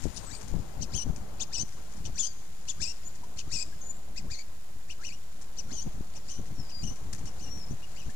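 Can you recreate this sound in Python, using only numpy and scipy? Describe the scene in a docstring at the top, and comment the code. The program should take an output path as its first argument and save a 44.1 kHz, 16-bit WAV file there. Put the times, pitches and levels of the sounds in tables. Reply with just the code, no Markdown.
"""A gust thumps the housing of a trail camera, then a hoarse voice close by starts to repeat a chip and a slur.
The place is a flooded grassy pan; the camera's one microphone feeds the left channel.
The caller, most likely a bird, is a rough harmonic voice; thin whistles behind it are gliding near-sines.
Wind on the port is shaped noise with single pressure pulses; wading wild dogs throw bursts of spray
and ringing bubbles. A low rush follows the breeze, a high grassy hiss varies separately, over circuit hiss."""
import sys
import numpy as np
from scipy import signal
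from scipy.fft import rfft, irfft, next_fast_len
from scipy.io import wavfile
from scipy.ndimage import uniform_filter1d, map_coordinates

SR = 44100
rng = np.random.default_rng(int(sys.argv[2]) if len(sys.argv) > 2 else 0)


def output_pcm(signal):
    """Save a mono or channel-first signal as 16-bit PCM at the path in sys.argv[1].

    Samples are clipped to [-1, 1] before scaling.
    """
    pcm = np.clip(np.atleast_2d(signal).T, -1, 1) * 32767
    wavfile.write(sys.argv[1], SR, np.round(pcm).astype(np.int16))


N = 359415
TIME = np.arange(N) / SR
CUTOFF_HZ = 15200  # top of the microphone channel

# Levels are relative within each table; the functions trim them. Spectra: freq_hz, level_db.
# Short arched chips of the caller: crest_s, crest_pitch_hz, level_db, roughness (0-1), fundamental_lift_db
CHIP_CALLS = [(0.175, 3000, -36, 1.0, -4), (0.83, 3136, -32.5, 0.64, -3), (1.418, 3556, -28, 0.6, -1),
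              (2.063, 3285, -38, 1, 6.5), (2.698, 3450, -29.5, 0.49, 0.5), (3.394, 3320, -35.5, 0.85, 6.5),
              (4.18, 2690, -36.5, 0.54, 4.5), (4.912, 3000, -39, 0.43, 10), (5.591, 3020, -35, 0.28, -3),
              (6.166, 2900, -44, 0.6, 1), (6.704, 2950, -47.5, 0.5, 5), (7.275, 3000, -45, 0.54, 3.5),
              (7.834, 2945, -51, 0.25, 16)]
# The slur after each chip: crest_s, crest_pitch_hz, level_db, rise_s, swell_db, crest_to_sag_s, sag_pitch_hz,
# crest_to_end_s, end_pitch_hz, end_loss_db, roughness (0-1), fundamental_lift_db, tilt_db_per_octave
SLUR_CALLS = [(0.35, 2427, -40.5, 0.053, 15, .008, 2380, .016, 2350, 9, 0.6, 2.5, -0.5),
              (0.961, 3193, -28.5, .028, 26, 0.047, 2906, 0.072, 2990, 5, 0.32, 1.5, 3),
              (1.552, 3040, -29, .026, 28, .022, 2542, 0.073, 3060, -1.5, 0.4, -9.5, -4.5),
              (2.202, 3500, -24, .023, 26, 0.038, 3060, 0.07, 3250, 4.5, 0.4, 0.5, 4),
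              (2.834, 2780, -27, 0.027, 30, 0.022, 2474, 0.086, 2767, 9.5, 0.45, 0.5, 2),
              (3.539, 2824, -28, 0.028, 28, 0.042, 2467, 0.09, 2510, 3, .5, 4.5, 5.5),
              (4.323, 2483, -36.5, 0.023, 27, 0.034, 2100, 0.099, 2290, 7.5, 0.55, 3, -1.5),
              (5.064, 3006, -37.5, 0.03, 14.5, .044, 2247, .086, 2870, 7.5, 0.48, 14.5, 3.5),
              (5.739, 3290, -35.5, .023, 18, 0.053, 2910, 0.092, 3240, 3.5, 0.39, -2.5, -1),
              (6.308, 3196, -38.5, 0.03, 24, 0.039, 2880, 0.09, 3080, 12.5, 0.5, 4.5, 4.5),
              (6.848, 3155, -37.5, 0.03, 26, .032, 2873, 0.078, 3050, 7, 0.27, 6, 4.5),
              (7.42, 3053, -44.5, .034, 29, 0.035, 2815, 0.064, 2870, 3, 0.4, 3, 1.5),
              (7.99, 3050, -45.5, 0.036, 22, 0.039, 2480, 0.072, 3040, 12, 0.3, 7, -2)]
# Resonances of throat and beak: freq_hz, gain_db
THROAT_GAIN = [(1200, 9.5), (2200, -6), (3100, -7), (4400, 6.5), (6200, 4.5), (7200, 6.5), (8400, -10),
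               (10000, -20.5), (14000, -41)]
# Breathy rasp in the calls: freq_hz, level_db
RASP_SPECTRUM = [(1000, -2.5), (2300, -11), (3200, 0), (4500, 6.5), (6500, 13.5), (8000, 6.5),
                 (10000, -6.5), (15000, -37)]
# Share of the caller scattered by the reeds: time_s, scattered_over_direct_db
REED_SCREENING = [(0, -3), (.8, -12), (3.6, -6), (4.3, -5), (5.7, -5), (6.3, -3), (8.15, 11)]
# Thin whistles, one list per note: time_s, pitch_hz, level_db
WHISTLE_NOTES = [
    [(0.12, 9550, -64), (0.16, 9230, -45), (0.2, 8830, -59), (0.24, 8250, -56), (0.275, 7950, -40),
     (0.305, 7600, -54), (0.345, 8140, -42), (0.38, 8140, -49), (0.405, 8750, -64)],
    [(2.16, 6040, -45), (2.23, 5100, -53), (2.28, 4880, -45), (2.325, 4500, -55)],
    [(3.04, 6950, -51), (3.062, 6750, -47), (3.078, 7140, -36), (3.105, 7540, -69)],
    [(3.805, 7330, -63), (3.818, 6430, -41), (3.83, 6300, -49), (3.843, 6940, -42), (3.885, 6950, -41),
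     (3.91, 7030, -38), (3.935, 7200, -57), (3.972, 7440, -53)],
    [(6.545, 5740, -65), (6.585, 5500, -51), (6.62, 5230, -50), (6.66, 4930, -54), (6.71, 4930, -52),
     (6.76, 4790, -41), (6.82, 4775, -44.5), (6.835, 5160, -51)],
    [(7.46, 5590, -58), (7.52, 5625, -43), (7.57, 5740, -48), (7.615, 5380, -48), (7.675, 5130, -57),
     (7.71, 5900, -49), (7.75, 6450, -55)],
]
# Gusts on the housing: peak_s, half_width_s, level_db
HOUSING_GUSTS = [(0.057, 0.017, -23), (0.24, .05, -42), (0.56, 0.034, -26.5), (0.8, 0.032, -34),
                 (0.955, 0.015, -30), (1.09, 0.027, -27.5), (1.2, .06, -46), (1.615, .025, -34.5),
                 (2.06, 0.081, -39), (2.52, 0.013, -50), (2.815, 0.03, -40), (3.385, 0.018, -43),
                 (3.475, 0.012, -39), (3.55, 0.017, -36.5), (3.72, 0.079, -49.5), (4.265, 0.052, -38.5),
                 (4.58, 0.013, -50), (4.76, 0.012, -41), (5.09, 0.046, -52), (5.7, .05, -43.5),
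                 (5.871, 0.012, -28), (5.98, 0.034, -37.5), (6.145, 0.016, -48), (6.395, 0.017, -34),
                 (6.51, 0.025, -39.5), (6.595, 0.021, -35.5), (6.83, 0.022, -32), (6.9, 0.024, -33),
                 (7.09, 0.058, -39.5), (7.245, 0.034, -36), (7.5, .02, -42), (7.565, .025, -40.5),
                 (7.721, 0.022, -32.5), (8.078, 0.015, -33.5)]
# Single eddies that thump the port: time_s, peak_db, pitch_hz (sets the width of the pulse)
PORT_THUMPS = [(0.056, -13.5, 244), (0.067, -16, 179), (.541, -19.5, 280), (.81, -25, 150),
               (1.067, -23, 220), (1.635, -23.5, 139), (2.07, -28.5, 129), (3.475, -32, 130),
               (4.272, -33, 158), (5.871, -20, 111), (6.009, -19, 140), (6.396, -27, 220),
               (6.599, -18, 90.5), (7.711, -17.5, 121), (8.082, -28, 110)]
# Strength of the breeze: time_s, level_db
BREEZE_STRENGTH = [(0, -58.5), (.35, -55.5), (.7, -58), (1.4, -55.5), (1.65, -60.5), (2.0, -60.5),
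                   (2.3, -65), (2.9, -65.5), (3.25, -62), (3.6, -62.5), (4.1, -60), (4.35, -64), (5.2, -66),
                   (5.7, -59), (6.1, -62.5), (6.9, -60.5), (7.42, -57), (8.15, -64)]
# Turbulence on the port: freq_hz, level_db
BUFFET_SPECTRUM = [(20, 8.5), (60, 4), (110, 0.5), (180, -3), (290, -11), (450, -24.5), (900, -32.5),
                   (2000, -72)]
# Steady low rumble of the air: freq_hz, level_db
RUMBLE_SPECTRUM = [(20, -3.5), (45, -1.5), (90, -5), (160, -34), (400, -39)]
# Small splashes and snaps in the wet grass: start_s, level_db
SPLASH_HITS = [(0.0189, -42), (0.034, -36), (0.41, -37), (0.478, -42.5), (0.5018, -62), (1.159, -41),
               (1.6786, -44.5), (1.722, -44), (1.9177, -43.5), (1.9659, -46), (3.1497, -44),
               (3.2354, -46.5), (5.412, -43), (6.4607, -46.5), (6.5959, -47), (6.9573, -44.5),
               (7.1288, -33), (7.1811, -42.5), (7.2555, -37), (7.5744, -45), (7.9134, -49), (8.099, -44)]
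# Spray of droplets: freq_hz, level_db
SPLASH_SPECTRUM = [(800, -15), (1800, -0.5), (3500, -10.5), (6000, 4), (8500, -2), (14000, -25.5)]
# Bubbles under the paws: start_s, starting_pitch_hz, level_db
BUBBLES = [(3.233, 926, -36), (3.725, 1600, -44), (8.094, 1680, -41)]
# Low rush of the breeze: freq_hz, level_db
RUSH_SPECTRUM = [(30, -0.5), (200, -0.5), (400, 3), (800, 3), (1300, -5), (2500, -17), (5000, -24),
                 (12000, -35)]
# High hiss in the grass: freq_hz, level_db
GRASS_SPECTRUM = [(1500, -3.5), (3200, -7), (5000, -4.5), (6000, -6), (7000, 1), (8200, -10), (10000, -12),
                  (15000, -31)]
# Strength of that hiss: time_s, level_db
GRASS_STRENGTH = [(0, -53.5), (.35, -55), (.8, -61), (1.5, -62.5), (1.8, -59.5), (2.6, -60.5), (2.95, -58),
                  (3.25, -62.5), (3.7, -60), (4.0, -64), (5.5, -62), (7.0, -60), (8.15, -59)]
# Circuit hiss: freq_hz, level_db
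CIRCUIT_SPECTRUM = [(20, 6.5), (70, 22.4), (140, 14.4), (240, 9), (350, 9.7), (1000, 7.4), (6000, 3.6),
                    (15000, 1.3)]


def caller():
    """One hoarse voice close by sings pairs of notes: a chip, then a slur."""
    out, rasp = np.zeros(N), coloured(RASP_SPECTRUM)
    for crest_s, hz, db, rough, lift_db in CHIP_CALLS:
        gesture = chip(crest_s, hz, db)
        add(out, *hoarse_note(*gesture, rough, lift_db, 0, rasp))
    for *settings, rough, lift_db, tilt_db in SLUR_CALLS:
        gesture = slur(*settings)
        add(out, *hoarse_note(*gesture, rough, lift_db, tilt_db, rasp))
    return out


def chip(crest_s, hz, db, rise_s=0.018, fall_s=0.024, start_share=0.54,
         attack_s=0.0135, decay_s=0.014, crest_db=2, squareness=1.66):
    """One short arch of pitch; the level falls away on both sides of the crest."""
    t = np.arange(-2.5 * attack_s, 3 * decay_s, 1 / SR)
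    arch = np.exp(-(t / np.where(t < 0, rise_s, fall_s)) ** 2)
    pitch = hz * (start_share + (1 - start_share) * arch)
    away = np.abs(t) / np.where(t < 0, attack_s, decay_s)
    gain = from_db(db + crest_db) * np.exp(-away ** squareness)
    return crest_s + t, pitch, gain


def slur(crest_s, hz, db, rise_s, swell_db, sag_s, sag_hz, length_s, end_hz, loss_db, lead_in=2.3,
         recovery=0.72, swell_curve=1.5, start_share=0.42, sag_db_per_octave=9.5, release_s=0.009):
    """A soft low start sweeps up to the crest, then the pitch sags and moves on to its end value."""
    start = -lead_in * rise_s
    t = np.arange(start - 2 * release_s, length_s + 2 * release_s, 1 / SR)
    push = np.exp(-(np.minimum(t, 0) / rise_s) ** 2)
    recovery_s = recovery * max(length_s - sag_s, 1e-3)
    sag = (sag_hz - hz) * ease(t / sag_s)
    held_hz = hz + sag + (end_hz - sag_hz) * ease((t - sag_s) / recovery_s)
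    pitch = held_hz * (start_share + (1 - start_share) * push)
    level_db = db - swell_db * (1 - push) ** swell_curve
    level_db += sag_db_per_octave * np.log2(held_hz / hz)
    level_db -= loss_db * np.clip(t / length_s, 0, 1)
    outside = np.maximum(start - t, 0) + np.maximum(t - length_s, 0)
    return crest_s + t, pitch, from_db(level_db - 20 * outside / release_s)


def hoarse_note(t, pitch, gain, rough, lift_db, tilt_db, rasp, jitter=0.073, wobble=0.0225, wobble_hz=110.4,
                flutter_hz=600, shimmer=0.49, rasp_share=0.68, split_db=-9, patchy_db=3.0, patchy_hz=91.3,
                softening=0.19, burr_db=1.8, burr_hz=110, resonance_share=0.15):
    """A harmonic voice whose membranes flutter irregularly and slip into period doubling."""
    size = len(t)
    unsteadiness = jitter * drift(flutter_hz, size) + wobble * drift(wobble_hz, size)
    phase = 2 * np.pi * np.cumsum(pitch * (1 + rough * unsteadiness)) / SR
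    orders = np.arange(2, 13)[:, None] / 2  # harmonics 1 to 6 and the lines halfway between
    # the softer the push, the weaker the upper harmonics
    slope_db = tilt_db + softening * 20 * np.log10(gain / gain.max())
    colour_db = at_hz(THROAT_GAIN, orders * pitch) + slope_db * np.log2(orders) + lift_db * (orders == 1)
    flicker_db = patchy_db * np.array([drift(patchy_hz, size) for order in orders])
    weights = from_db(colour_db + flicker_db) * (orders * pitch < CUTOFF_HZ)
    # the halfway lines come and go with the roughness
    splitting = from_db(split_db) * rough * drift(flutter_hz, size)
    weights = weights * np.where(orders % 1 > 0, splitting, 1)
    strength = np.sqrt(np.sum(weights ** 2, axis=0) / 2)
    # the voice rings out where a harmonic meets a resonance of the throat
    ringing = (strength / np.average(strength, weights=gain ** 2)) ** resonance_share
    tone = ringing * np.sum(weights * np.sin(orders * phase), axis=0) / strength
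    shimmering = np.exp(shimmer * rough * drift(flutter_hz, size))
    throb = shimmering * from_db(burr_db * drift(burr_hz, size))
    air = np.interp(t, TIME, rasp)
    voice = throb * (tone + rasp_share * rough * air)
    return t[0], gain * voice / np.sqrt(np.average(voice ** 2, weights=gain ** 2))


def whistles(waver=0.0044, waver_hz=152.3, overtone_db=-29, flicker_db=2.5, flicker_hz=41.1):
    """Nearly pure gliding tones with a faint octave."""
    out = np.zeros(N)
    for rows in WHISTLE_NOTES:
        t, pitch, gain = contour(rows, fade_s=0.013)
        phase = 2 * np.pi * np.cumsum(pitch * (1 + waver * drift(waver_hz, len(t)))) / SR
        tone = np.sin(phase) + from_db(overtone_db) * np.sin(2 * phase)
        flicker = from_db(flicker_db * drift(flicker_hz, len(t)))
        add(out, t[0], np.sqrt(2) * gain * tone * flicker)
    return out


def contour(rows, fade_s):
    """Time, smooth pitch and gain of one note; it fades 20 dB per fade_s beyond its ends."""
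    s, hz, db = np.transpose(rows)
    t = np.arange(s.min() - 2 * fade_s, s.max() + 2 * fade_s, 1 / SR)
    outside = np.maximum(s.min() - t, 0) + np.maximum(t - s.max(), 0)
    pitch = uniform_filter1d(np.interp(t, s, hz), size=400, mode="nearest")
    return t, pitch, from_db(np.interp(t, s, db) - 20 * outside / fade_s)


def scatter(x, scattered_db, stems_t60=0.053, bushes_db=-12, bushes_t60=0.69,
            reeds_db=-9, reeds_t60=0.6, reeds_hz=6700, reeds_width_hz=1400):
    """Near stems break up the tones; far bushes return a thin diffuse tail, and the reeds a high shimmer."""
    reed_band = signal.iirpeak(reeds_hz, reeds_hz / reeds_width_hz, fs=SR)
    shimmer = signal.lfilter(*reed_band, echoes(x, reeds_t60))
    stems = echoes(x, stems_t60)
    bushes = from_db(bushes_db) * echoes(x, bushes_t60)
    cloud = stems + bushes + from_db(reeds_db) * shimmer
    share = from_db(scattered_db)
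    return (x + share * cloud) / np.hypot(1, share)


def echoes(x, t60, build_up_s=0.0003):
    """A dense, dying cloud of reflections with unit energy."""
    t = np.arange(SR // 2) / SR
    tail = rng.standard_normal(len(t)) * from_db(-60 * t / t60) * (1 - np.exp(-t / build_up_s))
    return signal.fftconvolve(x, tail / np.linalg.norm(tail))[:N]


def wind():
    """Air striking the port: turbulence that swells in gusts, a low rumble and single thumps."""
    return buffeting() + from_db(-49) * coloured(RUMBLE_SPECTRUM) + thumps()


def buffeting(buffet_db=3.5, breeze_db=12, lumpy_db=2, ceiling_db=-20):
    """Lumpy turbulence on the port follows the breeze and swells in gusts."""
    strength_db, = in_time(BREEZE_STRENGTH)
    gusts = np.zeros(N)
    for s, width_s, db in HOUSING_GUSTS:
        gusts += from_db(db) / (1 + ((TIME - s) / width_s) ** 4) ** 0.68
    eddies = coloured(BUFFET_SPECTRUM)
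    # even out the noise over 34 ms so that gusts, breeze and slow lumps set its level
    eddies = eddies / np.sqrt(uniform_filter1d(eddies ** 2, size=1500) + 1e-9)
    force = from_db(buffet_db) * np.hypot(gusts, from_db(strength_db + breeze_db))
    force = force / np.hypot(1, force / from_db(ceiling_db))  # the strongest gusts level off
    return force * from_db(lumpy_db * drift(30, N)) * eddies


def thumps(suddenness=1.22):
    """Each eddy is a brief suction between two pressure swells, steeper on its way in."""
    out = np.zeros(N)
    for s, db, hz in PORT_THUMPS:
        u = np.abs(TIME - s) * np.pi * hz * np.where(TIME < s, suddenness, 1)
        out -= from_db(db) * (1 - u ** 2) / (1 + u ** 2) ** 3
    return out


def wading(splash_db=-4, spray_t60=0.12, attack_s=0.00065, droplets_db=4.5, plop_t60=0.061, rise=2.5):
    """A paw throws a short spray of droplets; a trapped bubble rings and rises in pitch."""
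    spray, plops = np.zeros(N), np.zeros(N)
    t = np.arange(SR // 5) / SR
    swell = 1 - np.exp(-t / attack_s)
    for s, db in SPLASH_HITS:
        add(spray, s, swell * from_db(db + splash_db - 60 * t / spray_t60))
    for s, hz, db in BUBBLES:
        ring = np.sin(2 * np.pi * hz * t * (1 + rise * t))
        add(plops, s, swell * from_db(db - 60 * t / plop_t60) * ring)
    droplets = from_db(droplets_db * drift(400, N)) * coloured(SPLASH_SPECTRUM)
    return spray * droplets + plops


def grass(rush_db=7, hiss_db=6, grain_db=2, sway_db=1.86):
    """A low rush follows the breeze; a high grassy hiss swells and fades separately."""
    strength_db, = in_time(BREEZE_STRENGTH)
    hiss_strength_db, = in_time(GRASS_STRENGTH)
    rush = from_db(strength_db + rush_db + sway_db * drift(12, N)) * coloured(RUSH_SPECTRUM)
    hiss = from_db(hiss_strength_db + hiss_db + grain_db * drift(250, N)) * coloured(GRASS_SPECTRUM)
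    return rush + hiss


def scene():
    """Everything reaches the left channel; the right gets only a trace of the wind."""
    screening_db, = in_time(REED_SCREENING)
    voices = scatter(caller(), screening_db) + scatter(whistles(), scattered_db=-6)
    port_wind = wind()
    left = voices + port_wind + wading() + grass()
    return np.array([left, from_db(-36) * port_wind])


def record(dry, hiss_db=-59, offset=-0.031, settle_s=1.13):
    """Circuit hiss in both channels, an offset that settles after switch-on, and a steep top cut."""
    hiss = from_db(hiss_db) * np.array([coloured(CIRCUIT_SPECTRUM), coloured(CIRCUIT_SPECTRUM)])
    bias = offset * (1 - np.exp(-TIME / settle_s))
    top_cut = signal.ellip(12, 0.1, 80, CUTOFF_HZ, fs=SR, output="sos")
    return signal.sosfilt(top_cut, dry + hiss + bias)


def coloured(spectrum):
    """Noise of a given spectrum, rms 1."""
    size = next_fast_len(N)
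    gain = from_db(at_hz(spectrum, np.arange(size // 2 + 1) * SR / size))
    return rms_one(irfft(rfft(rng.standard_normal(size)) * gain, size)[:N])


def drift(rate_hz, size):
    """Smooth random wander around 0, with a spread of about 1."""
    step = SR / (2 * rate_hz)
    knots = rng.standard_normal(int(size / step) + 4)
    return map_coordinates(knots, [np.arange(size) / step + 1], order=2, mode="nearest")


def at_hz(points, hz):
    """Read a spectrum on a log-frequency axis."""
    freqs, levels = np.transpose(points)
    return np.interp(np.log(np.maximum(hz, 1)), np.log(freqs), levels)


def in_time(rows):
    """Each column of a curve at every sample."""
    s, *columns = np.transpose(rows)
    return [np.interp(TIME, s, c) for c in columns]


def ease(u):
    """A smooth step from 0 to 1."""
    return np.sin(np.pi / 2 * np.clip(u, 0, 1)) ** 2


def from_db(db):
    """Decibels to gain."""
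    return 10 ** (np.asarray(db) / 20)


def rms_one(x):
    """Scale to unit power."""
    return x / np.sqrt(np.mean(np.abs(x) ** 2) + 1e-20)


def add(out, start_s, sound):
    """Mix a sound in at a time."""
    i = max(int(start_s * SR), 0)
    out[i:i + len(sound)] += sound[:max(N - i, 0)]


dry = scene()
out = record(dry)
output_pcm(out)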